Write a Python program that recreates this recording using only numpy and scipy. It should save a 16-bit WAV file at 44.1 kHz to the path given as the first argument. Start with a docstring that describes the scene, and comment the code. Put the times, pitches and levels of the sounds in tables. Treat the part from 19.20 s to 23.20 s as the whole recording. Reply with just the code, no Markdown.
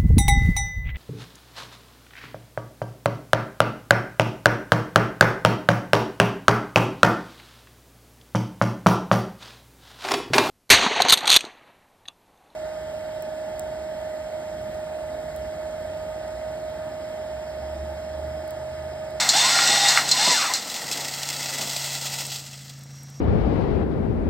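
"""Soil rushes down the raised steel bed of a small tipper truck, the last of its load, at a forest edge.
Stones in it clack and knock on the steel, and squeal in gliding tones as they stick and slip.
Clods thud on the heap, then crumbs trickle off the bed and thin out, leaving the engine's drone.
Near the end a thin whistle comes in, perhaps from the hydraulics."""
import sys
import numpy as np
from scipy import signal
from scipy.fft import rfft, irfft, next_fast_len
from scipy.io import wavfile
from scipy.ndimage import map_coordinates

SR = 44100
rng = np.random.default_rng(int(sys.argv[2]) if len(sys.argv) > 2 else 0)


def generate_wav(sig):
    """Save sig (samples, or channels by samples) to the path in sys.argv[1] as 16-bit PCM at SR."""
    pcm = np.round(np.clip(np.atleast_2d(sig).T, -1, 1) * 32767).astype(np.int16)
    wavfile.write(sys.argv[1], SR, pcm)


N = 176400

# tone colour of crumbs and pebbles on the bed, bright part and middle part (f/Hz, relative level/dB)
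CRUMB_TREBLE = [(1700, -37), (2330, -14), (2650, 0), (3020, -5), (3450, 1), (3730, -6), (3990, 2.5),
                (4300, -0.5), (4580, 1), (5200, 1), (6150, -3), (7200, -.5), (8150, -.5), (10000, -19),
                (12800, -11), (15800, -13.5)]
CRUMB_MIDRANGE = [(260, -21.5), (450, -12.5), (600, -1), (760, -0.5), (930, -1), (1080, -15), (1310, -1.5),
                  (1670, -9), (2000, 3.5), (2350, -8.5), (3500, -33)]


def sliding_soil():
    """The mass of soil grinds over the bed: dense grit on top, ringing sheet steel below."""
    # loudness of the slide (t/s, grit level/dB, midrange level/dB)
    levels = [(0, -17.5, -25.5), (.07, -28.5, -29.5), (.125, -23, -28), (.17, -17, -28.5),
              (.28, -19.5, -25.5), (.5, -19, -27), (.7, -21, -25.5), (.78, -21, -23), (.84, -30.5, -30.5),
              (.91, -26, -39), (.96, -25, -32.5), (1.0, -20.5, -29.5), (1.13, -18.5, -30),
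              (1.18, -22.5, -31), (1.31, -30.5, -31.5), (1.38, -32.5, -38.5), (1.44, -41, -51),
              (1.7, -83, -83)]
    # tone colours of the grit and of the bed's midrange (f/Hz, relative level/dB)
    grit_colour = [(1200, -31.5), (2400, -9), (3200, -6.5), (3600, -3), (4200, -4.5), (4600, -1.5),
                   (6400, -6), (8100, -5), (9000, -14.5), (10000, -29.5), (12000, -21), (15800, -36)]
    body_colour = [(200, -39.5), (480, -15.5), (620, 1.5), (800, 1.5), (1150, -1), (1700, 0), (2050, 1.5),
                   (2500, -8.5), (4000, -24.5)]
    grit_db, body_db = curves(levels)
    grit = unit(steel(shaped(grains(per_s=14000, spread_db=4.0), grit_colour), ring_db=5.0))
    body = unit(steel(shaped(grains(per_s=6000, spread_db=2), body_colour), ring_db=-0.5))
    return grit * amp(grit_db + 0.39 * wobble(42.3)) + body * amp(body_db + 1.15 * wobble(39.43))


def steel(x, ring_db):
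    """The steel bed rings at its own pitches and adds them to the sound x."""
    # ringing pitches of the bed (f/Hz, width/Hz, relative level/dB)
    modes = [(767, 30, -4), (798, 40, -3), (1432, 15, 5.5), (1927, 28, 3.5), (2120, 59, 3.5),
             (2760, 240, -2.5), (3440, 20, -1), (3590, 50, 2.5), (3690, 37, -3), (4155, 92, 5.5),
             (4950, 45, 2.5), (5640, 240, -3.5), (6450, 77, -3), (6950, 44, -1), (7160, 65, -7.5),
             (7840, 150, -2)]
    def response(f):
        ring = sum(amp(db) * 1j * f * w / (hz * hz - f * f + 1j * f * w) for hz, w, db in modes)
        return (1 + amp(ring_db) * ring) / (1 + amp(ring_db) / 3)
    return filtered(x, response)


def clacking_stones():
    """Stones strike the steel: a ringing clack, with a sharp crack just after the first touch."""
    # strikes (t/s, clack level/dB, fade time/s, brightness/dB per octave, crack level/dB)
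    strikes = [(0.0888, -8.5, 0.093, 2, -1), (0.4743, -7.5, 0.015, 8, -6), (0.684, -14.5, 0.25, 3.5, -4),
               (0.8896, -14, 0.035, 4.5, -5), (0.9123, -11, 0.1, -1, 2), (1.337, -18, 0.16, 4.5, 2.5)]
    # tone colours of the clack and the crack (f/Hz, relative level/dB)
    clack_colour = [(500, -35), (2800, -21), (3600, -9), (4200, 1.5), (5000, -4.5), (6000, -9), (7300, -4),
                    (8500, -14), (10000, -34.5), (12000, -23), (15800, -42)]
    crack_colour = [(2500, -31), (4300, 4), (5800, 1), (7400, 4), (10000, -17), (12200, -10), (15800, -17)]
    crack_lag_s = 0.00071
    clacks = sum(shaped(burst(s, db, t60, attack_s=0.00072), clack_colour, tilt_db)
                 for s, db, t60, tilt_db, _ in strikes)
    cracks = sum(tap(s + crack_lag_s, db) for s, *_, db in strikes)
    return steel(clacks, ring_db=-2) + shaped(cracks, crack_colour)


def knocking_stones():
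    """Heavier stones hit the bed, scuff it and knock a short clank out of it."""
    # knocks (t/s, blow level/dB, scuff level/dB, scuff fade time/s)
    knocks = [(0.3888, -0.5, -14, 0.025), (0.7746, 7, -22, 0.071), (0.7760, 2, -22, 0.06),
              (0.7874, -5, -20, 0.045)]
    # tone colour of a knock (f/Hz, relative level/dB)
    knock_colour = [(100, -70), (500, -36), (950, -6.5), (1300, 6.5), (2000, 3), (2450, -4), (3300, -13),
                    (4200, -26), (5400, -13), (9000, -38), (15000, -51)]
    # tones of the clank (f/Hz, relative level/dB, fade time/s)
    clank_tones = [(1245, -27, .02), (1420, -28, .02), (1580, -32, .012), (1920, -26, .022),
                   (2100, -27, .012)]
    blows = sum(tap(s, db) for s, db, *_ in knocks)
    scuffs = sum(burst(s, db, t60, attack_s=0.001) for s, _, db, t60 in knocks)
    t = np.arange(SR // 8) / SR
    clank = sum(amp(db - 60 * t / t60) * np.cos(2 * np.pi * hz * t) for hz, db, t60 in clank_tones)
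    return shaped(blows + scuffs, knock_colour) + signal.fftconvolve(blows, clank)[:N]


def scraping_stones():
    """Stones stick and slip on the steel at an unsteady rate, which makes a gliding squeal."""
    # one list per stone (t/s, slip rate/Hz, relative level/dB, unsteadiness/share of the rate)
    scrapes = [
        [(.135, 690, -22, 0.06), (.17, 847, -21.5, 0.04), (.22, 949, -30, 0.015), (.265, 1049, -21.5, 0.025),
         (.3, 1070, -39, .04)],
        [(.972, 690, -30, 0.048), (1.003, 836, -24.5, 0.025), (1.04, 917, -31.5, 0.025),
         (1.075, 999, -28, 0.018), (1.115, 1007, -22, 0.013), (1.14, 927, -26, 0.028), (1.2, 748, -42, .05)],
        [(1.06, 2100, -33, 0.036), (1.118, 1927, -28, 0.026), (1.142, 1820, -26.5, 0.04),
         (1.162, 1580, -29, .06), (1.185, 1390, -26.5, .06), (1.215, 1178, -28, .075), (1.255, 934, -28, 0.1)],
        [(1.22, 1610, -25, 0.12), (1.253, 1373, -28, 0.12), (1.275, 1186, -27, 0.11), (1.292, 1074, -40, .09),
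         (1.312, 1018, -23.5, 0.025), (1.335, 970, -48, 0.062)],
    ]
    octave_db = -7.5
    t, out = np.arange(N) / SR, np.zeros(N)
    for rows in scrapes:
        hz, db, jitter = curves(rows)
        start, end = rows[0][0], rows[-1][0]
        fade = np.clip(np.minimum(t - start, end - t) / 0.004, 0, 1)
        turn = phase(hz * (1 + jitter * wobble(600)))
        squeal = np.sin(turn) + amp(octave_db) * np.sin(2 * turn)
        out += fade * amp(db - 1.0 + 2.4 * wobble(260)) * squeal
    return out


def singing_bed():
    """Now and then the rubbing makes the bed sing at one of its own pitches."""
    # sung tones (start/s, end/s, f/Hz, level/dB)
    tones = [(0.15, .26, 3590, -25.5), (0.3, 0.479, 1398, -28), (0.317, 0.478, 1880, -32.5),
             (0.46, 0.736, 1930, -28.5), (0.492, 0.549, 812, -27), (0.571, 0.699, 808, -24),
             (0.522, 0.725, 3740, -25), (0.938, 0.98, 1010, -29.5)]
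    t, out = np.arange(N) / SR, np.zeros(N)
    for start, end, hz, db in tones:
        progress = np.clip((t - start) / (end - start), 0, 1)
        arch = (4 * progress * (1 - progress)) ** 0.23
        level = arch * amp(db + 1.5 * wobble(90.9))
        out += level * np.sin(phase(hz * (1 + 0.0092 * wobble(400))))
    return out


def trickling_crumbs():
    """Loose crumbs patter down in clumps over a midrange murmur of soil landing; at last single grains tick."""
    # loudness of the trickle (t/s, treble level/dB, midrange level/dB)
    levels = [(0, -31, -43), (1.3, -33, -38), (1.48, -35, -41), (1.56, -31, -39), (1.63, -35, -39.5),
              (1.79, -31.5, -38), (1.92, -34.5, -41.5), (2.07, -33, -39.5), (2.16, -31.5, -39),
              (2.41, -30, -37), (2.5, -32, -42), (2.6, -28.5, -37.5), (2.8, -33, -42), (3.02, -32.5, -42),
              (3.09, -35.5, -47), (3.16, -34, -49), (3.22, -41.5, -53.5), (3.45, -46.5, -59.5),
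              (3.6, -53, -64), (4, -56, -69)]
    # single grains (t/s, level/dB)
    last_grains = [(3.066, -25), (3.592, -42), (3.636, -41), (3.8327, -36), (3.901, -42)]
    # tone colour of their ticks (f/Hz, relative level/dB)
    tick_colour = [(3000, -35), (6500, -14), (8000, 6), (9500, -13), (12500, -2), (15800, -16)]
    treble_db, body_db = curves(levels)
    clumps = clumping(per_s=110, t60=0.07, steady=0.48)
    patter = unit(grains(per_s=6000, spread_db=2) * clumps) * amp(treble_db)
    body = unit(grains(per_s=5000, spread_db=3.0) * clumps) * amp(body_db)
    ticks = sum(burst(s, db, t60=0.012, attack_s=.0003) for s, db in last_grains)
    return shaped(patter, CRUMB_TREBLE) + shaped(body, CRUMB_MIDRANGE) + shaped(ticks, tick_colour)


def skipping_pebbles():
    """Pebbles skip down the bed, each bounce a hard tap with a short rattle."""
    # bounces (t/s, relative level/dB, fade time/s)
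    bounces = [(1.499, -28, 0.071), (1.542, -27, 0.06), (1.561, -31, 0.096), (1.6863, -33, 0.05),
               (1.7141, -19, 0.028), (1.723, -24, 0.13), (1.836, -39, 0.024), (1.882, -26.5, 0.046),
               (1.9384, -27.5, 0.035), (2.031, -23, 0.041), (2.0884, -21, 0.041), (2.101, -24.5, 0.041),
               (2.128, -27, 0.061), (2.2281, -24, 0.03), (2.258, -25, .05), (2.412, -25, 0.12),
               (2.5638, -22, 0.05), (2.641, -30, .025), (2.703, -32, 0.035), (2.854, -27, 0.15),
               (2.9378, -25, 0.072), (2.986, -27.5, 0.14), (3.007, -25, 0.046), (3.118, -30, 0.17),
               (3.157, -32, 0.052), (3.265, -38.5, 0.12), (3.33, -38, 0.12), (3.4946, -38.5, .09)]
    hits = sum(tap(s, db + 9.0) + burst(s, db, t60, attack_s=0.00028) for s, db, t60 in bounces)
    return shaped(hits, CRUMB_TREBLE, tilt_db=-1.2) + amp(-12.5) * shaped(hits, CRUMB_MIDRANGE)


def heap():
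    """Soil and clods land on the heap with dull thuds."""
    # the stream of landing soil, and single heavy clods (t/s, level/dB)
    landing = [(0, -41), (.55, -40), (.95, -41.5), (1.15, -40), (1.55, -45), (1.78, -39.5), (2.05, -50),
               (2.42, -40), (2.6, -49), (3.1, -48.5), (3.4, -64), (4, -57.5)]
    clods = [(0.492, -26), (1.071, -20.5), (1.109, -29), (2.409, -35)]
    # tone colour of the earth (f/Hz, relative level/dB)
    earth_colour = [(30, -46), (90, -35.5), (160, -3.5), (250, 0.5), (400, -5.5), (650, 0), (1200, -8.5),
                    (4000, -73)]
    soil_db, = curves(landing)
    thuds = sum(burst(s, db, t60=0.11, attack_s=0.0026) for s, db in clods)
    soil = grains(per_s=760, spread_db=4.0) * amp(soil_db)
    return shaped(soil + thuds, earth_colour)


def engine():
    """The exhaust drones at multiples of the firing rate; rumble and clatter pulse at each firing."""
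    # the main drone (t/s, f/Hz, level/dB)
    drone_path = [(0.0, 132.4, -50), (0.21, 138.0, -48), (0.93, 140.4, -45.5), (1.14, 132.8, -54),
                  (1.18, 129.8, -55.5), (1.63, 138, -63), (1.64, 137.7, -51), (2.05, 139.6, -46.5),
                  (3.0, 138.5, -41.5), (3.31, 137.2, -46), (3.65, 138, -42.5), (4.0, 138.5, -41.5)]
    # weaker exhaust tones (multiple of the firing rate, level at the end/dB)
    exhaust_tones = [(2, -68.5), (3, -61.5), (4, -62), (6, -63.5), (7, -61), (8, -62.5), (9, -69.5),
                     (11, -79)]
    # tone colours of the rumble and the clatter (f/Hz, relative level/dB)
    rumble_colour = [(20, -36), (45, -19), (100, -6), (200, 1), (300, 0), (400, -20), (900, -38)]
    clatter_colour = [(180, -41), (300, -18), (366, -13), (485, 2.5), (1040, -9), (1190, 3.5), (2270, 2),
                      (3160, -44), (5380, 5), (5840, -9), (6140, 6), (11700, -36), (15800, -54)]
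    drone_multiple, firing_depth = 5, 0.2
    hz, db = curves(drone_path)
    turn = phase(hz / drone_multiple * (1 + 0.0035 * wobble(10)))
    drone = amp(db + 0.71 * wobble(24.14)) * unit(np.sin(drone_multiple * turn))
    tones = sum(amp(level + 1.1 * wobble(5.1)) * unit(np.sin(k * turn + 2 * np.pi * rng.random()))
                for k, level in exhaust_tones)
    firing = 1 + firing_depth * np.cos(turn)
    rumble = amp(-59.5) * unit(shaped(firing * rng.standard_normal(N), rumble_colour))
    clatter = amp(-56) * unit(shaped(firing * rng.standard_normal(N), clatter_colour))
    swell = amp(0.29 * (db - db[-1]))  # follows a share of the drone's rise and fall
    return drone + swell * (tones + rumble) + clatter


def whistle():
    """A thin wavering whistle creeps up in pitch; its octave grows as it swells."""
    # the whistle, perhaps of the hydraulics (t/s, level/dB, f/Hz)
    whistle_path = [(3.35, -89, 5620), (3.54, -58, 5628), (3.69, -59, 5637), (3.79, -49, 5650),
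                    (3.86, -54, 5660), (4, -51, 5666)]
    db, hz = curves(whistle_path)
    turn = phase(hz * (1 + 0.0013 * wobble(60)))
    octave = amp(-17.5 + 1.4 * (db - db[-1])) * np.sin(2 * turn)
    return amp(db + 1.1 * wobble(32)) * (np.sin(turn) + octave)


def tap(s, db):
    """One hard contact at time s."""
    return amp(db) * (np.arange(N) == round(s * SR))


def burst(s, db, t60, attack_s):
    """A dying spray of contacts from time s; t60 is the fade time, the seconds to fall by 60 dB."""
    out, start = np.zeros(N + SR), round(s * SR)
    t = np.arange(SR // 4) / SR
    level = amp(db - 60 * t / t60) * (1 - np.exp(-t / attack_s))
    out[start:start + len(t)] = level * rng.standard_normal(len(t))
    return out[:N]


def grains(per_s, spread_db):
    """Tiny impacts at random times and of random size."""
    hit = rng.random(N) < per_s / SR
    size = np.clip(rng.standard_normal(N), -2, 2)
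    sign = np.sign(rng.standard_normal(N))
    return unit(hit * sign * amp(spread_db * size))


def clumping(per_s, t60, steady):
    """Level of a stream that comes in little spills: each starts at once and dies away."""
    t = np.arange(SR // 8) / SR
    spills = (rng.random(N) < per_s / SR) * rng.random(N)
    power = steady + signal.fftconvolve(spills, amp(-60 * t / t60) ** 2)[:N]
    return unit(np.sqrt(np.abs(power)))


def shaped(x, points, tilt_db=0):
    """Give x a tone colour, made brighter by tilt_db per octave."""
    size = 2048
    hz = np.fft.rfftfreq(size, 1 / SR) + 1
    f, db = np.transpose(points)
    gain = amp(np.interp(np.log(hz), np.log(f), db) + tilt_db * np.log2(hz))
    # fold the filter so that it rings only after a hit, never before it
    cepstrum = irfft(np.log(gain))
    cepstrum[1:size // 2] *= 2
    cepstrum[size // 2 + 1:] = 0
    ring = irfft(np.exp(rfft(cepstrum)))
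    return signal.fftconvolve(x, ring / np.linalg.norm(ring))[:N]


def filtered(x, response):
    """Multiply each frequency in x by response(frequency)."""
    size = 2 * next_fast_len(N // 2 + 8192)
    return irfft(rfft(x, size) * response(np.fft.rfftfreq(size, 1 / SR)), size)[..., :N]


def curves(rows):
    """One value per sample for each column after the time."""
    s, *cols = np.transpose(rows)
    return [np.interp(np.arange(N) / SR, s, c) for c in cols]


def wobble(rate):
    """A smooth curve through random values, rate of them a second."""
    return map_coordinates(rng.standard_normal(N // 8), [np.arange(N) * rate / SR], mode="wrap")


def phase(hz):
    """Running angle of a tone whose pitch follows hz."""
    return 2 * np.pi * np.cumsum(hz) / SR


def amp(db):
    """Decibels to gain."""
    return 10 ** (np.asarray(db) / 20)


def unit(x):
    """Scale to an average power of 1."""
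    return x / np.sqrt(np.mean(x ** 2) + 1e-20)


def scene():
    """All sources lie straight ahead in the open air; the midrange leans slightly left."""
    # lean to the left (f/Hz, share added on the left and taken from the right)
    left_shares = [(900, 0.0013), (1200, 0.0039), (1600, 0.15), (1950, 0.12), (2600, 0.0074),
                   (6500, 0.0017), (8000, 0.015), (11000, 0.0022)]
    sound = sliding_soil() + scraping_stones() + singing_bed() + trickling_crumbs()
    sound += clacking_stones() + knocking_stones() + skipping_pebbles()
    sound += heap() + engine() + whistle()
    lean = filtered(sound, lambda hz: np.interp(hz, *np.transpose(left_shares)))
    return np.array([sound + lean, sound - lean])


def record(dry):
    """Round off the highest peaks and cut away the very top of the treble."""
    ceiling, knee, top_hz = .93, 8, 15950
    rounded = dry / (1 + np.abs(dry / ceiling) ** knee) ** (1 / knee)
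    return filtered(rounded, lambda hz: hz < top_hz)


dry = scene()
out = record(dry)
generate_wav(out)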